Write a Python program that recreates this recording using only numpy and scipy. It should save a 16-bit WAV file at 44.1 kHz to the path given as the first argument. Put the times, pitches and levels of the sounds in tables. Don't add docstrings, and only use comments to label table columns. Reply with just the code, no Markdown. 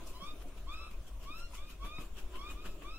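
import sys
import numpy as np
from scipy import signal
from scipy.io import wavfile

SR = 44100
rng = np.random.default_rng(int(sys.argv[2]) if len(sys.argv) > 2 else 0)


def store_wav(level_fs):
    pcm = np.round(np.clip(np.atleast_2d(level_fs), -1, 1) * 32767)
    wavfile.write(sys.argv[1], SR, pcm.T.astype(np.int16))


N = 131418


def from_db(db):
    return 10 ** (np.asarray(db) / 20)


def rms_one(x):
    return x / np.sqrt(np.mean(x ** 2) + 1e-20)


def clock():
    return np.arange(N) / SR


def in_time(rows):
    return np.interp(clock(), *np.transpose(rows))


def at_hz(points, hz):
    points_hz, values = np.array(points).T
    return np.interp(np.log(hz), np.log(points_hz), values)


def pan(db):
    return from_db(np.array([[db], [-db]]) / 2)


def drift(rate_hz):
    pole = np.exp(-2 * np.pi * rate_hz / SR)
    wander = signal.lfilter([1], [1, -2 * pole, pole * pole], rng.standard_normal(N + SR))
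    return rms_one(wander[SR:])


# (frequency [Hz], correlation [-1 to 1])
EAR_LIKENESS = [(50, 1), (170, 0.82), (350, 0.74), (700, 0.66), (1300, 0.72), (2600, 0.15), (4500, -0.019),
                (14000, 0.01)]


def banded_noise(spectrum, low_hz, high_hz, patchy_db, count):
    out = 0
    edges = np.geomspace(max(low_hz, 10), min(high_hz, SR / 2 - 10), count + 1)
    white = rng.standard_normal((2, 2, N + SR // 2))
    for k, (low, high) in enumerate(zip(edges, edges[1:])):
        band = signal.butter(2, [low, high], "band", fs=SR, output="sos")
        mid, side = signal.sosfilt(band, white[k % 2])[:, -N:]
        hz = np.sqrt(low * high)
        alike = np.clip(at_hz(EAR_LIKENESS, hz), -1, 1)
        gain = from_db(at_hz(spectrum, hz) + patchy_db * drift(9.6))
        out = out + gain * (np.sqrt(1 + alike) * mid + np.sqrt(1 - alike) * side * [[1], [-1]])
    return rms_one(out)


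# (frequency [Hz], relative density [dB per Hz])
RUMBLE_SPECTRUM = [(20, -1), (28, -4.5), (38, -2.5), (47, 3.5), (60, -13), (80, -19.5), (110, -28),
                   (200, -34)]
AIR_SPECTRUM = [(59, -31), (100, -3), (196, -6.5), (362, -3.5), (497, -11.5), (589, -2.5), (843, -19),
                (998, -10), (1210, -13), (1840, -23), (2470, -17.5), (3250, -17.5), (4460, -25.5),
                (7250, -23), (8410, -27.5), (10200, -22.5), (11300, -34), (13400, -26.5), (15500, -28.5)]
# (time [s], level [dB])
RUMBLE_LEVEL = [(0, -51), (.5, -48.5), (.85, -45.5), (1.2, -47), (1.55, -45.5), (2.0, -44), (2.45, -48.5),
                (2.98, -49)]
AIR_LEVEL = [(0, -54.5), (.45, -58), (.7, -58), (1.5, -60), (2.1, -60.5), (2.4, -56), (2.98, -58.5)]
SWAY_DB, SWAY_HZ = -44.5, 13.8
RUMBLE_PAN_DB, AIR_PAN_DB = 1.9, .5


def background():
    low_pass = signal.butter(4, SWAY_HZ, fs=SR, output="sos")
    sway = signal.sosfilt(low_pass, rng.standard_normal(N + SR))[SR:]
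    sway = from_db(SWAY_DB) * rms_one(sway)
    rumble = from_db(in_time(RUMBLE_LEVEL)) * banded_noise(RUMBLE_SPECTRUM, 18.3, 225, patchy_db=3.8, count=10)
    air = from_db(in_time(AIR_LEVEL)) * banded_noise(AIR_SPECTRUM, 100, 16490, patchy_db=2.55, count=40)
    return pan(RUMBLE_PAN_DB) * (rumble + sway) + pan(AIR_PAN_DB) * air


# (time [s], level [dB])
HUM_LEVEL = [(0, -70.5), (.5, -64.5), (.8, -145), (2.1, -83), (2.3, -60), (2.65, -60.5), (2.88, -58.5),
             (2.98, -78)]
HUM_HZ, HUM_WIDTH_HZ = 363.5, 50


def hum():
    phase = 2 * np.pi * HUM_HZ * clock()
    tone = drift(HUM_WIDTH_HZ) * np.cos(phase) + drift(HUM_WIDTH_HZ) * np.sin(phase)
    return from_db(in_time(HUM_LEVEL)) * tone


# (start [s], length [s], first pitch [Hz], top of the pitch arch [Hz], time to that top [s],
#  mid-call level before the throat [dB], swell [dB per s], brightness [dB per octave], roughness [0 to 1])
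FAR_SQUAWKS = [(-.03, 0.18, 993, 1058, 0.19, -73.5, -9, -3, 0.98),
               (.128, 0.075, 960, 1063, .12, -62, 0, 4, 0.3),
               (1.555, 0.212, 1076, 1267, .2, -63, -47, 1.5, 0.44),
               (2.315, 0.073, 975, 1090, 0.146, -62, -2, -8, .25),
               (2.545, 0.22, 1125, 1289, .15, -60, -22, -1, 0.17)]
NEAR_SQUAWKS = [(.196, 0.1425, 1025, 1224, 0.12, -52.5, -40, 0.5, 0.33),
                (.665, 0.23, 1055, 1313, .16, -52, -6, -0.5, 0.45),
                (1.25, 0.23, 1034, 1397, 0.21, -50.5, 10, -1.1, 0.15),
                (1.795, 0.22, 1065, 1273, 0.25, -52, 10, -1, 0.16),
                (2.365, .16, 1032, 1290, .235, -52, 37, -0.5, 0.3),
                (2.835, 0.32, 1071, 1330, 0.16, -52.5, -2, -1, 0.26)]
SPLIT_TONES = [(.78, .11, 1118, 1215, .15, -56.5, -15, -5, .25)]
# (level [dB], left-right difference [dB], left ear's delay [s])
HARMONICS = [(0, -0.1, 0.000026), (0, 1, 0.00007), (0, -4, .000115), (0, -2, 0.00011), (0, -1.5, .00007),
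             (0, 9.5, .00007)]
# (frequency [Hz], gain [dB])
THROAT = [(900, 8.5), (1150, -0.5), (1420, -10), (2150, -15.5), (2480, -3), (2800, -9), (3200, -7.5),
          (3650, -6), (4200, -13), (4700, -19.5), (5400, -10), (6200, -33), (8500, -24)]
ATTACK_S, RELEASE_S = 0.027, 0.032
JITTER, RASP = .03, .8
FLUTTER_DB = 1.9


def squawks(rows):
    out = np.zeros((2, N))
    waver = drift(185)
    flutter = [from_db(FLUTTER_DB * drift(35)) for _ in HARMONICS]
    rasp = [drift(200) for _ in HARMONICS]
    for start, length, first_hz, top_hz, rise, db, swell, brightness_db, rough in rows:
        on = (clock() > start) & (clock() < start + length)
        t = clock()[on] - start
        arch_hz = top_hz - (top_hz - first_hz) * (1 - t / rise) ** 2
        hz = arch_hz * (1 + JITTER * rough * waver[on])
        hz = np.maximum(hz, first_hz / 2)
        cycles = np.cumsum(hz) / SR
        ear_cycles = lambda delay: np.array([cycles - delay * hz, cycles])
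        envelope = from_db(db + swell * (t - length / 2))
        envelope = envelope * np.clip(t / ATTACK_S, 0, 1) * np.clip((length - t) / RELEASE_S, 0, 1)
        for i, (level_db, pan_db, delay) in enumerate(HARMONICS):
            k = i + 1
            gain = from_db(level_db + at_hz(THROAT, k * hz) + brightness_db * np.log2(k))
            gain = gain * flutter[i][on] * (1 + RASP * rough * rasp[i][on])
            wave = np.sqrt(2) * np.sin(2 * np.pi * k * ear_cycles(delay))
            out[:, on] += envelope * gain * pan(pan_db) * wave
    return out


TREES_T60_S = 0.26
ECHO_LOW_CUT_HZ = 1040


def trees(x):
    t = np.arange(SR // 2) / SR
    echoes = rng.standard_normal((2, len(t))) * (rng.random((2, len(t))) < 900 / SR)
    echoes = echoes * from_db(-60 * t / TREES_T60_S) * (t > .005)
    echoes /= np.sqrt(np.sum(echoes ** 2, axis=1, keepdims=True))
    low_cut = signal.butter(2, ECHO_LOW_CUT_HZ, "high", fs=SR, output="sos")
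    return signal.fftconvolve(x, signal.sosfilt(low_cut, echoes), axes=1)[:, :N]


# (time of the peak [s], treble level [dB], body level [dB], rise constant [s], fall constant [s])
RUSTLES = [(.074, -54, -77, 0.0096, 0.018), (.105, -61.5, -65, 0.014, 0.045),
           (0.421, -61, -53.5, 0.014, 0.012), (.485, -67, -84, 0.013, 0.013),
           (0.578, -63.5, -58, 0.011, 0.028), (0.738, -62.5, -60, .015, 0.013),
           (.912, -62.5, -55, 0.005, 0.037), (1.079, -62, -58.5, 0.0089, 0.018),
           (1.239, -61.5, -54.5, 0.024, 0.029), (1.395, -58.5, -57, 0.036, 0.04),
           (1.554, -55, -52, .026, 0.034), (1.702, -57, -54.5, .015, 0.031),
           (1.856, -58, -48.5, 0.016, .03), (2.012, -56, -50, 0.023, 0.041),
           (2.188, -56.5, -51, .022, 0.031), (2.358, -61, -49, 0.02, 0.017),
           (2.511, -56, -51.5, 0.025, 0.027), (2.663, -55, -46, 0.013, .022),
           (2.824, -67, -49, 0.0074, 0.022)]
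# (frequency [Hz], relative density [dB per Hz])
RUSTLE_TREBLE = [(2000, -25), (3500, -1), (5000, 1.5), (7500, 3.5), (8500, -0.5), (10200, 4), (11200, -8),
                 (13500, 5.5), (15500, -11.5)]
RUSTLE_BODY = [(150, 3.5), (300, 3.5), (600, -4.5), (850, -6.5), (1100, 1.5), (1900, -10), (2250, -7.5),
               (2600, 1), (3200, -4), (4500, -17.5), (8000, -46)]
RUSTLE_GRAIN_DB, GRAINS_HZ = 1, 244
TICKS_PER_S, TICK_DB = 240, -16
RUSTLE_PAN_DB = 1.4


def rustles():
    treble, body = 0, 0
    for s, treble_db, body_db, rise, fall in RUSTLES:
        t = clock() - s
        shape = np.exp(-np.abs(np.where(t < 0, t / rise, t / fall)))
        treble = treble + from_db(treble_db) * shape
        body = body + from_db(body_db) * shape
    grain = rms_one(from_db(RUSTLE_GRAIN_DB * drift(GRAINS_HZ)))
    impulses = (rng.random(N) < TICKS_PER_S / SR) + 1e-18
    ticks = rms_one(signal.lfilter([1], [1, -np.exp(-1 / (0.0024 * SR))], impulses))
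    hiss = banded_noise(RUSTLE_TREBLE, 2000, 14700, patchy_db=2.57, count=16)
    hiss = hiss * rms_one(1 + from_db(TICK_DB) * ticks)
    brush = banded_noise(RUSTLE_BODY, 149.6, 5860, patchy_db=3.0, count=28)
    return pan(RUSTLE_PAN_DB) * grain * (treble * hiss + body * brush)


# (time [s], level before mode weighting [dB], centre of the modes excited [Hz],
#  spread [octaves], time constant of the onset [s])
KNOCKS = [(.222, -34.5, 170, .4, 0.011), (0.331, -34, 290, 0.21, 0.023), (.44, -29.5, 690, 0.16, 0.026),
          (.455, -35.5, 278, 0.44, 0.016), (.572, -55, 890, 0.59, 0.0011), (0.731, -52, 270, 1.0, 0.0048),
          (1.301, -44.5, 283, 0.38, 0.0016), (1.534, -39.5, 1010, 0.16, 0.0023),
          (1.843, -44, 555, 1.2, 0.0039), (1.984, -42.5, 260, 1.9, 0.00035), (2.006, -55, 505, 0.67, .002)]
# (frequency [Hz], relative level [dB], decay by 60 dB [s])
KNOCK_MODES = [(98.5, 9.5, 0.033), (180, 5, 0.043), (277, 2.5, 0.047), (352, 6, 0.017), (533, -28, 0.092),
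               (711, -9, 0.089), (987, -2, 0.042), (2200, 14, 0.0091)]


def knocks():
    out = np.zeros(N)
    t = np.arange(SR // 5) / SR
    for s, db, centre_hz, octaves, softness in KNOCKS:
        ring = 0
        for k, (hz, level_db, t60) in enumerate(KNOCK_MODES):
            weight = np.exp(-.5 * (np.log2(hz / centre_hz) / octaves) ** 2)
            decay = from_db(db + level_db - 60 * t / t60)
            ring = ring + (-1) ** k * weight * decay * np.sin(2 * np.pi * hz * t)
        i = int(s * SR)
        out[i:i + len(t)] += (ring * (1 - np.exp(-t / softness)))[:N - i]
    return out


FAR_WET_DB, NEAR_WET_DB, RUSTLE_WET_DB = -5, -2.5, -12.5


def scene():
    far, near = squawks(FAR_SQUAWKS), squawks(NEAR_SQUAWKS + SPLIT_TONES)
    rustle = rustles()
    echoes = trees(from_db(FAR_WET_DB) * far + from_db(NEAR_WET_DB) * near + from_db(RUSTLE_WET_DB) * rustle)
    return background() + hum() + far + near + echoes + rustle + knocks()


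CUTOFF_HZ = 15750


def record(dry):
    return signal.sosfilt(signal.ellip(12, .1, 70, CUTOFF_HZ, fs=SR, output="sos"), dry)


dry = scene()
out = record(dry)
store_wav(out)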